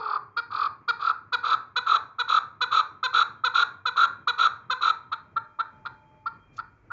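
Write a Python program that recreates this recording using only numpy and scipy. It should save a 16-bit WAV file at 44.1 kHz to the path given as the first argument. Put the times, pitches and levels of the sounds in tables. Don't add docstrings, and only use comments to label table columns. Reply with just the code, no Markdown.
import sys
import numpy as np
from scipy import signal
from scipy.fft import rfft, irfft, next_fast_len
from scipy.io import wavfile
from scipy.ndimage import uniform_filter1d

SR = 44100
rng = np.random.default_rng(int(sys.argv[2]) if len(sys.argv) > 2 else 0)


def boost(x):
    u = np.asarray(x, float) / 20
    return 10 ** u


def to_wav(sig):
    pcm = np.clip(np.atleast_2d(sig), -1, 1) * 32767
    pcm = np.round(pcm).astype(np.int16)
    wavfile.write(sys.argv[1], SR, pcm.T)


N = 305169
TIME = np.arange(N) / SR

# (time [s], length [s], top pitch [Hz], peak level [dB], mouth brightness [dB])
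CLUCKS = [(0.363, 0.044, 481, -16, -4), (0.877, 0.038, 477.7, -14, -3), (1.321, 0.039, 494.8, -14, -3.5),
          (1.756, 0.04, 501, -13.5, -2), (2.183, 0.043, 497.6, -13.5, -3.5),
          (2.605, 0.044, 504.2, -13, -2.5), (3.028, 0.046, 516.4, -14.5, -2),
          (3.436, 0.051, 504.6, -12, -4), (3.853, 0.046, 504, -13, -3), (4.271, 0.043, 496.3, -12.5, -2),
          (4.697, 0.045, 517.6, -14, -4), (5.114, 0.037, 456, -17, -7), (5.359, 0.03, 460, -16, -18.5),
          (5.586, 0.037, 463, -16, -13), (5.85, 0.032, 463, -23.5, -9.5),
          (6.256, 0.034, 456.7, -20.5, -14.5), (6.578, 0.037, 474, -23, -14), (6.901, 0.047, 524, -25, -27)]
PITCH_ARCH = [(0, .8, .84), (.18, .88, .92), (.32, 1.0, .97), (.5, 1.0, 1.0), (.7, .975, 1.01),
              (.86, .91, 1.0), (1, .74, .93)]
# (time [s], roughness [0-1])
ROUGHNESS = [(0.3, .22), (.9, .03), (1.3, .15), (4.8, .11), (5.1, .6), (5.36, .25), (5.85, .55),
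             (6.25, .05), (6.58, .5), (6.9, .3)]
# (start [s], end [s], pulse rate [Hz], body level [dB], mouth brightness [dB])
RASPS = [(-.02, 0.179, 437.3, -29.5, -13), (0.503, 0.682, 432.3, -27, -9), (0.988, 1.12, 435.5, -25, -9),
         (1.428, 1.558, 442, -22, -4.5), (1.858, 1.979, 444, -21, -2.5), (2.276, 2.394, 450.2, -24, 2),
         (2.707, 2.814, 446.9, -21, 1), (3.128, 3.236, 446.7, -21, 2), (3.537, 3.64, 449.7, -22, 3),
         (3.957, 4.063, 446.8, -22.5, 1), (4.376, 4.48, 451.5, -21.5, 1.5), (4.807, 4.918, 445.8, -22, 0)]
# (first time [s], spacing [s], windpipe pitch [Hz], first level [dB], full level [dB])
TRAINS = [(.016, .0244, 1240, -28, -21), (.527, .0238, 1210, -25, -17.5), (1.028, .0245, 1290, -23, -13.5),
          (1.443, .0255, 1290, -19, -13), (1.876, .0242, 1310, -16, -11), (2.304, .0235, 1295, -12, -11),
          (2.729, .023, 1345, -15.5, -11), (3.152, .0213, 1330, -11.5, -10.5),
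          (3.56, .0235, 1355, -11, -11), (3.98, .0205, 1345, -11, -11), (4.398, .0205, 1335, -11.5, -11),
          (4.835, .0235, 1335, -11.5, -11.5)]
# (time [s], pitch [Hz], level [dB])
UNDERTONE = [(0.0, 460, -45.5), (0.018, 429.3, -54), (0.114, 428.7, -49.5), (0.144, 406.5, -58),
             (0.158, 402, -55), (0.2, 377, -68.5)]
# (time [s], beak toward the microphone [0-1])
FACING = [
    (0, 0),
    (.9, 0.32),
    (1.3, 0.57),
    (1.7, 0.96),
    (5.2, 1),
    (5.7, 0.92),
    (6.2, 0),
    (6.92, 0),
]
# (centre [Hz], width [Hz], level [dB])
WINDPIPE = [(432, 1000, -22), (1066, 110, -29.5), (1167, 214, 2.5), (1338, 245, -1.5), (1463, 82, -22.5)]
# (centre [Hz], width [Hz], level [dB])
MOUTH_FRONT = [(2466, 470, -24.5), (3197, 450, -38), (3520, 570, -19.5), (3924, 350, -13), (4600, 120, -40),
               (5692, 370, -39), (6615, 570, -37), (7960, 750, -44.5)]
# (centre [Hz], width [Hz], level [dB])
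MOUTH_SIDE = [(2472, 370, -22), (3453, 600, -24), (4320, 820, -24), (4660, 780, -25), (7200, 550, -52)]
# (frequency [Hz], 60 dB decay time [s])
WALL_T60 = [(300, 0.61), (1300, 0.38), (4000, 0.3), (8000, 0.31)]
# (frequency [Hz], level [dB])
ECHO_COLOUR = [(500, 1), (950, 4), (1340, -7), (1600, 5.5), (2450, -1.5), (3050, -13), (3950, -4),
               (7000, -3)]
# (frequency [Hz], level [dB per Hz])
TRAFFIC_SPECTRUM = [(20, -60.5), (35, -31), (55, -16.5), (105, 3.5), (180, -7.5), (300, -8.5), (600, -19),
                    (1200, -23), (2400, -27), (3500, -56), (8000, -61)]
# (time [s], level [dB])
TRAFFIC_DB = [(0, -61), (2.5, -62.5), (5, -63), (6, -62), (6.92, -61.5)]
# (time [s], level [dB])
AIR_DB = [(0, -94), (5, -91.5), (5.8, -84.5), (6.5, -87.5), (6.92, -86.5)]
# (centre [Hz], width [Hz], level [dB])
WHINE = [(2406, 45, -73), (3203, 25, -79)]
# (time [s], level [dB])
WHINE_DB = [(0, -14.5), (2.5, -21.5), (3.4, -2), (5.2, -6), (5.5, -4.5), (6.5, 0.5), (6.92, -18.5)]
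# (centre [Hz], width [Hz], level [dB])
HUM = [(610, 22, -71)]
# (time [s], level [dB])
HUM_DB = [(0, -25), (5.1, -17), (5.3, -2), (6.15, 1.5), (6.35, -12), (6.92, -12)]
# (time [s], level [dB])
WIND_DB = [(0, -94), (4.8, -86), (5.3, -78.5), (6.92, -65)]
# (time [s], level [dB])
SHUFFLE_DB = [
    (6.52, -90),
    (6.545, -73),
    (6.56, -76),
    (6.572, -51.5),
    (6.6, -77),
    (6.625, -90),
]

WARM_UP_S, WIND_DOWN_S = 2.8, 5
LOW_LOSS_DB = 5
RASP_SWELL = .87
SURGE_DEPTH, SLACK_SURGE, SURGE_LEAD = .12, .004, .45
PIPE_DEPTH = .25
SWELL_SHARE = .7
THROB_WIDTH_S, WIDENING_S, THROB_POINT = .0075, .003, 1.6
TIME_JITTER_S, PITCH_JITTER_HZ, LEVEL_JITTER_DB, WIDTH_JITTER = .001, 30, 1.2, .18
SPLIT_SHARE = .25
FLICK_LAG_S, FLICK_WIDTH_S, FLICK_DB = .013, .0033, -.5
GLIDE_HZ, SLACK_GLIDE, FIRM_HZ = 30, .6, 1350
TAIL_DB, FIRST_WALL_S = -11.5, .008
HISS_DB = -71.5
TONE_HZ, TONE_DB, TONE_START_S, TONE_STOP_S = 875, -60.5, 5.4, 6.27
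TONE_RISE_S, TONE_FALL = .25, 90
DUCK_DB, DUCK_S = -11, .06
CUTOFF_HZ = 8500


def curve(rows):
    s, *columns = np.transpose(rows)
    return [np.interp(TIME, s, c) for c in columns]


def at_hz(points, hz):
    table_hz, values = np.transpose(points)
    return np.interp(np.log(hz + 1), np.log(table_hz), values)


def rms_one(x):
    return x / np.sqrt(np.mean(x ** 2) + 1e-20)


def coloured(x, gain):
    size = next_fast_len(len(x))
    hz = np.arange(size // 2 + 1) * SR / size
    return irfft(rfft(x, size) * gain(hz), size)[:len(x)]


def peaks(modes, hz, skirt=0.94):
    return sum(boost(db) / (1 + ((hz - f) / (width / 2)) ** 2) ** skirt for f, width, db in modes)


def resonant_noise(modes):
    return rms_one(coloured(rng.standard_normal(N), lambda hz: peaks(modes, hz)))


def wobble(count, span):
    smooth = uniform_filter1d(rng.standard_normal(round(count)), round(span))
    return rms_one(uniform_filter1d(smooth, round(span)))


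def add(out, s, x):
    i = round(s * SR)
    out[max(i, 0):i + len(x)] += x[max(-i, 0):N - i]


def throat(hz, s, bright_db, pipe_db=0):
    facing = np.clip(np.interp(s, *np.transpose(FACING)), 0, 1)
    front = peaks(MOUTH_FRONT, hz, skirt=1.364)
    side = peaks(MOUTH_SIDE, hz, skirt=1.76)
    mouth = facing * front + (1 - facing) * side
    pipe = peaks(WINDPIPE, hz, skirt=1.2)
    radiation = hz ** 2 / (hz ** 2 + 350 ** 2)
    return (boost(pipe_db) * pipe + boost(bright_db) * mouth) * radiation


def traffic():
    rumble = rms_one(coloured(rng.standard_normal(N), lambda hz: boost(at_hz(TRAFFIC_SPECTRUM, hz))))
    return boost(curve(TRAFFIC_DB)[0] + 1.5 + 3 * wobble(N, 2500)) * rumble


def air():
    dull = boost(HISS_DB) * resonant_noise([(1280, 320, 2), (2220, 370, -10.5)])
    thin = boost(curve(AIR_DB)[0]) * resonant_noise([(4960, 9900, 0)])
    return dull + thin


def far_machine():
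    whine = sum(boost(db) * resonant_noise([(f, width, 0)]) for f, width, db in WHINE)
    hum = sum(boost(db) * resonant_noise([(f, width, 0)]) for f, width, db in HUM)
    return boost(curve(WHINE_DB)[0]) * whine + boost(curve(HUM_DB)[0]) * hum


def wind():
    return boost(curve(WIND_DB)[0]) * resonant_noise([(50, 25, 0)])


def rasps():
    out = np.zeros(N)
    t = np.arange(SR // 5) / SR
    for (start, end, pulse_hz, body_db, bright_db), train in zip(RASPS, TRAINS):
        first, spacing, pipe_hz, first_db, full_db = train
        breath = rng.standard_normal(len(t))
        sizes = boost(1.4 * wobble(len(t), 60))
        cycles = np.cumsum(pulse_hz * (1 + 0.13 * wobble(len(t), 90))) / SR
        pulses = np.diff(np.floor(cycles), prepend=0) * sizes
        flow = rms_one(pulses) + 0.89 * breath
        pipe = rms_one(coloured(flow, lambda hz: throat(hz, start, bright_db=-90)))
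        mouth = rms_one(coloured(flow, lambda hz: throat(hz, start, bright_db=0, pipe_db=-90)))
        length = end - start
        pipe_effort = np.interp(t, [0, .004, .02, length - .008, length], [0, .6, .9, 1, 0])
        mouth_times = [.004, .012, .026, length - .012, length - .002]
        mouth_effort = np.interp(t, mouth_times, [0, .6, 1, 1, 0])
        beat = 2 * np.pi * (start + t - first) / spacing
        depth = SURGE_DEPTH + SLACK_SURGE * max(FIRM_HZ - pipe_hz, 0)
        surge = 1.21 * (1 + depth * np.cos(beat + 2 * np.pi * SURGE_LEAD))
        pipe_effort = pipe_effort * (1 + PIPE_DEPTH * np.cos(beat))
        ungrown = np.clip(1 - t / length / SWELL_SHARE, 0, 1)
        swell = boost(RASP_SWELL * (first_db - full_db) * (ungrown - 0.1844))
        body = boost(0.5) * pipe_effort * pipe
        hiss = boost(bright_db - 6.0) * mouth_effort * surge * mouth
        add(out, start, boost(body_db - 5.0) * swell * (body + hiss))
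    return out


def undertone():
    hz, level_db = curve(UNDERTONE)
    phase = 2 * np.pi * np.cumsum(hz * (1 + 0.037 * wobble(N, 200))) / SR
    level = boost(level_db + 4.0 + 2.5 * wobble(N, 170)) * (TIME < UNDERTONE[-1][0])
    return level * (np.sin(phase) + 1.8 * np.sin(2 * phase))


def throb_rows():
    rows = []
    chance = rng.standard_normal((len(TRAINS), 9, 5))
    luck = rng.random((len(TRAINS), 9))
    for (first, spacing, hz, first_db, full_db), rasp, draws, lots in zip(TRAINS, RASPS, chance, luck):
        end = rasp[1]
        beats = np.arange(first, end - THROB_WIDTH_S, spacing)[:len(lots)]
        for s, (late, sharp, strong, wide, again), lot in zip(beats, draws, lots):
            along = (s - first) / (beats[-1] - first)
            db = first_db + (full_db - first_db) * min(along / SWELL_SHARE, 1)
            db = db - LEVEL_JITTER_DB * abs(strong)
            width = (THROB_WIDTH_S + WIDENING_S * along) * np.exp(WIDTH_JITTER * wide)
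            rows.append((s + TIME_JITTER_S * late, db, hz + PITCH_JITTER_HZ * sharp, width))
            flick_s = s + FLICK_LAG_S
            if (lot < SPLIT_SHARE or along == 1) and flick_s < end:
                rows.append((flick_s, db + FLICK_DB, hz + PITCH_JITTER_HZ * again, FLICK_WIDTH_S))
    return rows


def throbs():
    out, flutter = np.zeros(N), wobble(N, 40)
    slides = rng.standard_normal((120, 2))
    for (s, peak_db, hz, width), (slide, turn) in zip(throb_rows(), slides):
        t = np.arange(-round(width * SR), round(width * SR)) / SR
        glide = GLIDE_HZ + SLACK_GLIDE * max(FIRM_HZ - hz, 0) + 30 * slide
        phase = 2 * np.pi * (hz * t - glide * t ** 2 / width + turn)
        phase = phase + 0.08 * np.interp(s + t, TIME, flutter)
        tone = np.sin(phase) + 0.023 * np.sin(2 * phase)
        bell = np.abs(np.cos(np.pi * t / width / 2)) ** THROB_POINT
        add(out, s - width, boost(peak_db - 0.1) * bell * tone)
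    return out


def wall_echoes(x):
    t, edges, tail = np.arange(SR) / SR, 150 * 2. ** np.arange(7), 0
    for low, high in zip(edges, edges[1:]):
        octave = signal.butter(2, [low, high], "band", fs=SR, output="sos")
        band = signal.sosfilt(octave, rng.standard_normal(SR))
        tail = tail + band * boost(-60.0 * t / at_hz(WALL_T60, np.sqrt(low * high)))
    tail = coloured(tail, lambda hz: boost(at_hz(ECHO_COLOUR, hz)))
    tail = tail * np.clip((t - FIRST_WALL_S) / .012, 0, 1) * np.clip((.9 - t) / .2, 0, 1)
    gain = boost(TAIL_DB) * np.sqrt(2 * edges[-1] / SR) / np.sqrt(np.sum(tail ** 2))
    return signal.fftconvolve(x, gain * tail)[:N]


def clucks():
    out = np.zeros(N)
    share, loud_arch, soft_arch = np.transpose(PITCH_ARCH)
    u, order = np.linspace(0, 1, 2048), np.arange(1, 18)[:, None]
    for s, length, top_hz, peak_db, bright_db in CLUCKS:
        soft = s > WIND_DOWN_S
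        rough = np.interp(s, *np.transpose(ROUGHNESS)) + .4 * np.exp(-((u - .2) / .1) ** 2)
        arch = np.interp(u, share, soft_arch if soft else loud_arch)
        arch = uniform_filter1d(arch, size=160, mode="nearest")
        arch = arch * (1 + 0.092 * rough * wobble(len(u), 120))
        effort = np.interp(u, [0, .3 if s < WARM_UP_S else .1, .84, 1], [0, .9, 1, 0])
        if soft:
            effort = effort * np.sin(np.pi * u)
        effort = effort * boost(np.clip(7 * rough * wobble(len(u), 130), -9, 2.5))
        along = np.arange(round(length * SR)) / (length * SR)
        pitch = top_hz * np.interp(along, u, arch)
        effort = np.interp(along, u, effort)
        start_phase = rng.uniform(0, 2 * np.pi, order.shape)
        phase = order * 2 * np.pi * np.cumsum(pitch) / SR + start_phase
        opening = np.sin(np.pi * along ** 0.81) ** (0.12 * order)
        onset = np.where(order == 3, 1, np.clip(along / .28, 0, 1) ** 1.5)
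        if soft:
            onset = onset * boost(-6.0 * (order == 1) - 5.0 * (order > 11))
        onset = onset * boost(-LOW_LOSS_DB * (order < 3))
        filtered = throat(order * pitch, s, bright_db + 8.0) ** 1.01
        voice = effort * np.sum(onset * opening * filtered * np.sin(phase), axis=0)
        add(out, s, boost(peak_db) * voice / np.abs(voice).max())
    return out


def far_tone():
    rise = np.clip((TIME - TONE_START_S) / TONE_RISE_S, 0, 1) ** 2
    fall = boost(-TONE_FALL * np.maximum(TIME - TONE_STOP_S, 0))
    pitch = TONE_HZ + 1.5 * wobble(N, 3000)
    tone = np.sin(2 * np.pi * np.cumsum(pitch) / SR)
    return np.sqrt(2) * boost(TONE_DB + wobble(N, 2000)) * rise * fall * tone


def shuffle():
    grains = (rng.random(N) < 4000 / SR) * rng.standard_normal(N)
    scrape = rms_one(coloured(grains, lambda hz: peaks([(3900, 6200, 2), (6000, 3800, 0.46)], hz)))
    heard = (TIME > SHUFFLE_DB[0][0]) * (TIME < SHUFFLE_DB[-1][0])
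    return scrape * boost(curve(SHUFFLE_DB)[0]) * heard


def scene():
    bird = rasps() + undertone() + throbs() + clucks()
    background = traffic() + air() + far_machine() + wind() + shuffle()
    loudness = uniform_filter1d(np.abs(bird), round(DUCK_S * SR))
    duck = boost(DUCK_DB * loudness / loudness.max())
    return (bird + wall_echoes(bird) + far_tone() + duck * background)[None]


def roll_off(x):
    return signal.sosfilt(signal.butter(12, 8270, fs=SR, output="sos"), x)


def record(dry):
    rounded = .5 * np.tanh(dry / .5)
    low_pass = signal.cheby2(10, 50, CUTOFF_HZ, fs=SR, output="sos")
    return roll_off(signal.sosfilt(low_pass, rounded))


dry = scene()
out = record(dry)
to_wav(out)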